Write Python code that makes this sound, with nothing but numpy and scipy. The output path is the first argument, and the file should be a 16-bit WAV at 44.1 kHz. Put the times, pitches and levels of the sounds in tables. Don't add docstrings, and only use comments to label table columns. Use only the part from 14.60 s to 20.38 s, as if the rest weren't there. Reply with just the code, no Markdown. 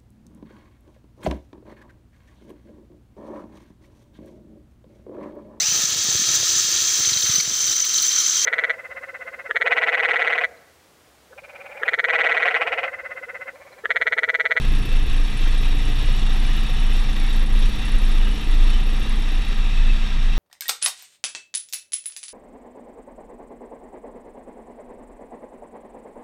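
import sys
import numpy as np
from scipy import signal
from scipy.fft import rfft, irfft
from scipy.io import wavfile

SR = 44100
rng = np.random.default_rng(int(sys.argv[2]) if len(sys.argv) > 2 else 0)


def transcribe(signal):
    frames = np.atleast_2d(signal).T
    limited = np.clip(frames, -1, 1)
    pcm = np.round(limited * 32767).astype(np.int16)
    wavfile.write(sys.argv[1], SR, pcm)


N = 254898
T = np.arange(N) / SR
HZ = np.maximum(np.arange(N // 2 + 1) * SR / N, 1)


def undb(db):
    return 10 ** (np.asarray(db) / 20)


def unit(x):
    return x / np.sqrt(np.mean(x ** 2))


def curves(table):
    times, *columns = np.transpose(table)
    return [np.interp(T, times, column) for column in columns]


def swing(db):
    return undb(db - np.median(db))


def swell(at_s, width_s):
    return np.exp(-((T - at_s) / width_s) ** 2)


def walk(rate_hz):
    return unit(irfft(rfft(rng.standard_normal(N)) * np.exp(-(HZ / rate_hz) ** 2), N))


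def colour(x, spectrum):
    hz, db = np.transpose(spectrum)
    gain = undb(np.interp(np.log(HZ), np.log(hz), db, left=-np.inf, right=-np.inf))
    return irfft(rfft(x) * gain, N) * np.sqrt(SR / 2)


def ring(x, hz, width_hz):
    detune = (HZ / hz - hz / HZ) * hz / width_hz
    return irfft(rfft(x) / (1 + .64j * detune) ** 2, N) * np.sqrt(SR / 2)


def burst(cycles, phase, rise, fall, scatter_db):
    since = cycles - phase + 2
    strength = undb(scatter_db * rng.standard_normal(256))[since.astype(int)]
    age = since % 1
    shape = (1 - np.exp(-(age / rise) ** 2)) * np.exp(-age / fall)
    return strength * shape / shape.max()


def vibration(cycles, repeat):
    one_cycle = rng.standard_normal(3000)
    periodic = one_cycle[(cycles % 1 * len(one_cycle)).astype(int)]
    return np.sqrt(repeat) * periodic + np.sqrt(1 - repeat) * rng.standard_normal(N)


def cab_resonance(cycle_hz, order=14, centre_hz=214.7, half_width_hz=9.2, peak_db=6.5):
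    return peak_db / (1 + ((order * cycle_hz - centre_hz) / half_width_hz) ** 2)


# multiple of the cycle rate, median level/dB
HUM = [(4, -39.5), (6, -49), (7, -55), (8, -42.5), (9, -47), (10, -47), (12, -49), (14, -41), (15, -55),
       (16, -50.5), (18, -49.5), (20, -50.5), (26, -59.5), (30, -56.5), (50, -58.5), (53, -57.5),
       (62, -60.5)]
def engine_hum(cycles, boom_db, cab_db, thud_db, growl_db):
    bands = [(11, boom_db), (17, cab_db), (40, thud_db), (np.inf, 2 * growl_db)]
    out = 0
    for order, db in HUM:
        band_db = next(level for below_order, level in bands if order < below_order)
        angle = 2 * np.pi * (order * cycles + rng.random()) + .3 * walk(4)
        out += np.sqrt(2) * np.sin(angle) * undb(db + 1.6 * walk(4.1)) * swing(band_db)
    return out


# f/Hz, density/dB
BOOM = [(50, -96), (75, -63), (92, -65.5), (120, -59.5), (145, -67), (168, -64), (260, -120)]
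def exhaust(cycles, boom_db):
    throb = unit(1 + .53 * np.cos(4 * np.pi * (cycles - .28)))
    return colour(throb * rng.standard_normal(N), BOOM) * swing(.36 * boom_db)


# t/s, gain/dB
KNOCK_GAIN = [(0, -36), (.5, -38.5), (.8, -33), (2, -35.5), (3.5, -32.5), (4.8, -33), (5.78, -45)]
# f/Hz, decay/s, relative level/dB
BULKHEAD = [(286.4, .0093, 0.5), (381.5, 0.011, -5.5), (452.6, .01, -8), (504, 0.0054, -5)]
def hard_knock(cycles, cycle_hz):
    gain_db, = curves(KNOCK_GAIN)
    age_s = (cycles - .84) % 1 / cycle_hz
    modes = sum(undb(db) * np.exp(-age_s / decay_s) * np.sin(2 * np.pi * hz * age_s)
                for hz, decay_s, db in BULKHEAD)
    attack = 1 - np.exp(-(age_s / .0017) ** 2)
    return modes * attack * undb(gain_db + 3.1 * walk(12))


# phase/cycles, relative level/dB
KNOCKS = [(.85, 6), (0.08, 1), (.37, 1), (.53, -4), (0.7, -6)]
def combustion(cycles):
    return unit(sum(undb(db) * burst(cycles, phase, rise=.012, fall=.11, scatter_db=1)
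                    for phase, db in KNOCKS))


# f/Hz, relative density/dB
THUD = [(130, -92), (175, -70), (212, -60.5), (250, -66.5), (297, -66), (340, -71), (385, -69.5),
        (450, -71), (475, -76.5), (520, -71), (585, -88.5), (900, -112)]
def thud(cycles, knocks, thud_db):
    return colour(knocks * vibration(cycles, repeat=.14), THUD) * swing(thud_db) * undb(.66)


# t/s, width/s, change in the gears/dB
RATTLE_SHIFTS = [(.44, 0.025, -2.5), (0.813, 0.023, 1.5), (2.216, 0.028, 0), (2.365, 0.026, 3),
                 (2.73, 0.043, 1), (2.88, 0.086, -3), (3.06, 0.059, 2), (3.88, 0.022, -2), (4.1, 0.051, 2),
                 (4.248, 0.07, -2.5)]
def rattle_levels(growl_db):
    shift_db = .5 * walk(8.2)
    shift_db += sum(db * swell(at_s, width_s) for at_s, width_s, db in RATTLE_SHIFTS)
    return .39 * shift_db, shift_db + .46 * growl_db


# f/Hz, density/dB
GEAR_HISS = [(400, -80), (1400, -86), (4000, -79), (5000, -91), (7000, -90), (8200, -91.5), (9000, -96),
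             (10200, -95.5), (11600, -103), (13000, -103), (15000, -106)]
# f/Hz, width/Hz, density/dB
BODY_MODES = [(636, 45, -75.5), (748, 85, -72), (952, 213, -73.5), (1114, 174, -76), (1233, 94, -70.5),
              (1346, 50, -72), (1619, 118, -72), (1773, 256, -72.5), (1913, 146, -72.5), (2058, 174, -74.5),
              (2358, 107, -70.5), (2630, 212, -69), (2780, 69, -70.5), (2938, 32, -69.5),
              (3222, 280, -72.5), (3512, 230, -73.5), (3567, 200, -70), (3813, 150, -70), (4380, 216, -78),
              (4700, 300, -83.5), (5405, 220, -79), (5582, 89, -76), (6145, 280, -85.5), (7850, 260, -90)]
def clatter(cycles, knocks, growl_db, metal_db, gears_db):
    drive = unit(1 + .051 * knocks) * undb(.94 * walk(84))
    out = colour(drive * rng.standard_normal(N), GEAR_HISS) * swing(gears_db)
    for hz, width_hz, db in BODY_MODES:
        regular = 1 / (1 + (hz / 1100) ** 4)
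        rattle_db = metal_db if hz < 3100 else gears_db
        load_db = regular * growl_db + (1 - regular) * rattle_db
        gain = swing(load_db) * undb(db + .94 * walk(13))
        out += gain * ring(drive * vibration(cycles, repeat=.19 + .34 * regular), hz, width_hz)
    return out


# t/s, gain/dB
SPIT_GAIN = [(0, 0.5), (1, 0.5), (3, 1.5), (4.4, 0), (4.9, -3.5), (5.05, -8.5), (5.78, -10)]
# f/Hz, relative density/dB
HIGH_SPIT = [(7000, -115), (9400, -100), (10300, -86), (11000, -91.5), (11850, -97), (12600, -88),
             (13200, -88.5), (14000, -97), (14600, -98), (15500, -99)]
LOW_SPIT = [(5000, -110), (8300, -91), (9300, -85.5), (10000, -81.5), (10700, -90), (11800, -101),
            (12700, -100), (15000, -115)]
def spits(cycles):
    gain_db, = curves(SPIT_GAIN)
    high = burst(cycles, phase=.83, rise=.064, fall=.24, scatter_db=1.4)
    high *= colour(rng.standard_normal(N), HIGH_SPIT)
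    low = burst(cycles, phase=.33, rise=.058, fall=.25, scatter_db=1.35)
    low *= colour(rng.standard_normal(N), LOW_SPIT)
    return (high + low) * undb(gain_db + .5 + 1.3 * walk(250))


# t/s, width/s, drone loss/dB, shake change/dB
BUMPS = [(0, 0.055, 13, 4), (0.254, 0.043, 12, -9), (0.442, 0.043, 7, 8), (.74, 0.071, 10, -0.5),
         (3.127, 0.035, 11, 5.5), (3.23, 0.052, 23, -1.5), (3.402, 0.059, 3, 5.5), (3.81, 0.073, 21, 5),
         (4.447, 0.046, 6, 3), (4.784, 0.15, 5.5, 2)]
def road_bumps(jolt_delay_s=.046, rebound_delay_s=.15):
    drone_db, shake_db = -14.5 + 1.3 * walk(6.7), .5
    for at_s, width_s, loss_db, jolt_db in BUMPS:
        rebound = .21 * swell(at_s + rebound_delay_s, .07)
        drone_db -= loss_db * (swell(at_s, width_s) - rebound)
        shake_db += jolt_db * swell(at_s + jolt_delay_s, .12)
    return drone_db, shake_db


# f/Hz, relative density/dB
SHAKE = [(6, -71), (12, -39), (19, -39.5), (30, -40), (45, -44), (58, -49.5), (75, -65), (110, -66),
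         (300, -100)]
def tyres(cycles, drone_db, shake_db, lugs_per_cycle=1.73):
    angle = 2 * np.pi * lugs_per_cycle * cycles + .14 * walk(6.3)
    drone = np.sqrt(2) * np.sin(angle) * undb(drone_db)
    return drone + colour(rng.standard_normal(N), SHAKE) * undb(shake_db)


# t/s, length/s, f/Hz, relative level/dB
PANEL_TONES = [(.05, 0.12, 2630, -47), (0.336, 0.17, 2630, -40.5), (0.804, 0.063, 2540, -48),
               (0.806, .07, 2690, -40.5), (0.827, .08, 3170, -45), (1.076, 0.16, 3810, -43),
               (1.457, 0.33, 2920, -43.5), (1.942, 0.12, 2920, -40), (2.243, 0.14, 2990, -40.5),
               (2.65, 0.066, 2240, -37.5), (2.697, 0.15, 3850, -41), (3.05, 0.12, 3810, -42),
               (3.273, 0.12, 2700, -41.5), (3.672, 0.12, 2935, -40), (4.146, 0.11, 3030, -41),
               (4.476, 0.11, 2760, -43), (4.76, .12, 2760, -43), (5.182, 0.098, 2600, -41),
               (5.29, 0.069, 2630, -36), (5.736, 0.076, 2660, -43)]
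def panels():
    waver_rad = .7 * walk(40)
    chatter = unit(undb(3.5 * walk(45)))
    out = 0
    for at_s, length_s, hz, db in PANEL_TONES:
        tone = np.sqrt(2) * np.sin(2 * np.pi * hz * T + waver_rad)
        out += undb(db) * swell(at_s, length_s) ** 2 * tone
    return out * chatter * undb(-2.4)


# t/s, level/dB
CLICKS = [(4.1, -45), (4.495, -44), (4.885, -49), (5.335, -52)]
def clicks(decay_s=.0065):
    envelope = sum(undb(db) * (T >= at_s) * np.exp(-np.abs(T - at_s) / decay_s) for at_s, db in CLICKS)
    return envelope * unit(ring(rng.standard_normal(N), hz=10100, width_hz=670))


# t/s, cycle rate/Hz
SPEED = [(0, 14.69), (.3, 14.464), (1.5, 14.665), (1.8, 14.884), (2.7, 15.098), (3, 15.403), (3.3, 15.222),
         (3.9, 15.294), (4.4, 15.473), (5.2, 15.485), (5.78, 15.026)]
# t/s, exhaust boom/dB, thud/dB, block growl/dB
LOAD = [(0, -33.5, -37.5, -1), (.7, -38, -41, -0.5), (1.3, -34, -40, 1.5), (2.6, -39, -42.5, 1),
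        (3.5, -40, -40.5, 0), (4.6, -41.5, -42, 0.5), (5.2, -40, -45, -1.5), (5.78, -37, -47, -1.5)]
def scene():
    cycle_hz, = curves(SPEED)
    boom_db, thud_db, growl_db = curves(LOAD)
    cycles = .176 + np.cumsum(cycle_hz) / SR
    engine = engine_hum(cycles, boom_db, cab_resonance(cycle_hz), thud_db, growl_db)
    engine += exhaust(cycles, boom_db) + hard_knock(cycles, cycle_hz)
    metal_db, gears_db = rattle_levels(growl_db)
    knocks = combustion(cycles)
    engine += thud(cycles, knocks, thud_db)
    engine += clatter(cycles, knocks, growl_db, metal_db, gears_db) + spits(cycles)
    drone_db, shake_db = road_bumps()
    return (engine + clicks() + tyres(cycles, drone_db, shake_db) + panels())[None]


def record(dry):
    return signal.sosfilt(signal.ellip(10, .2, 70, 15200, fs=SR, output="sos"), dry)


dry = scene()
out = record(dry)
transcribe(out)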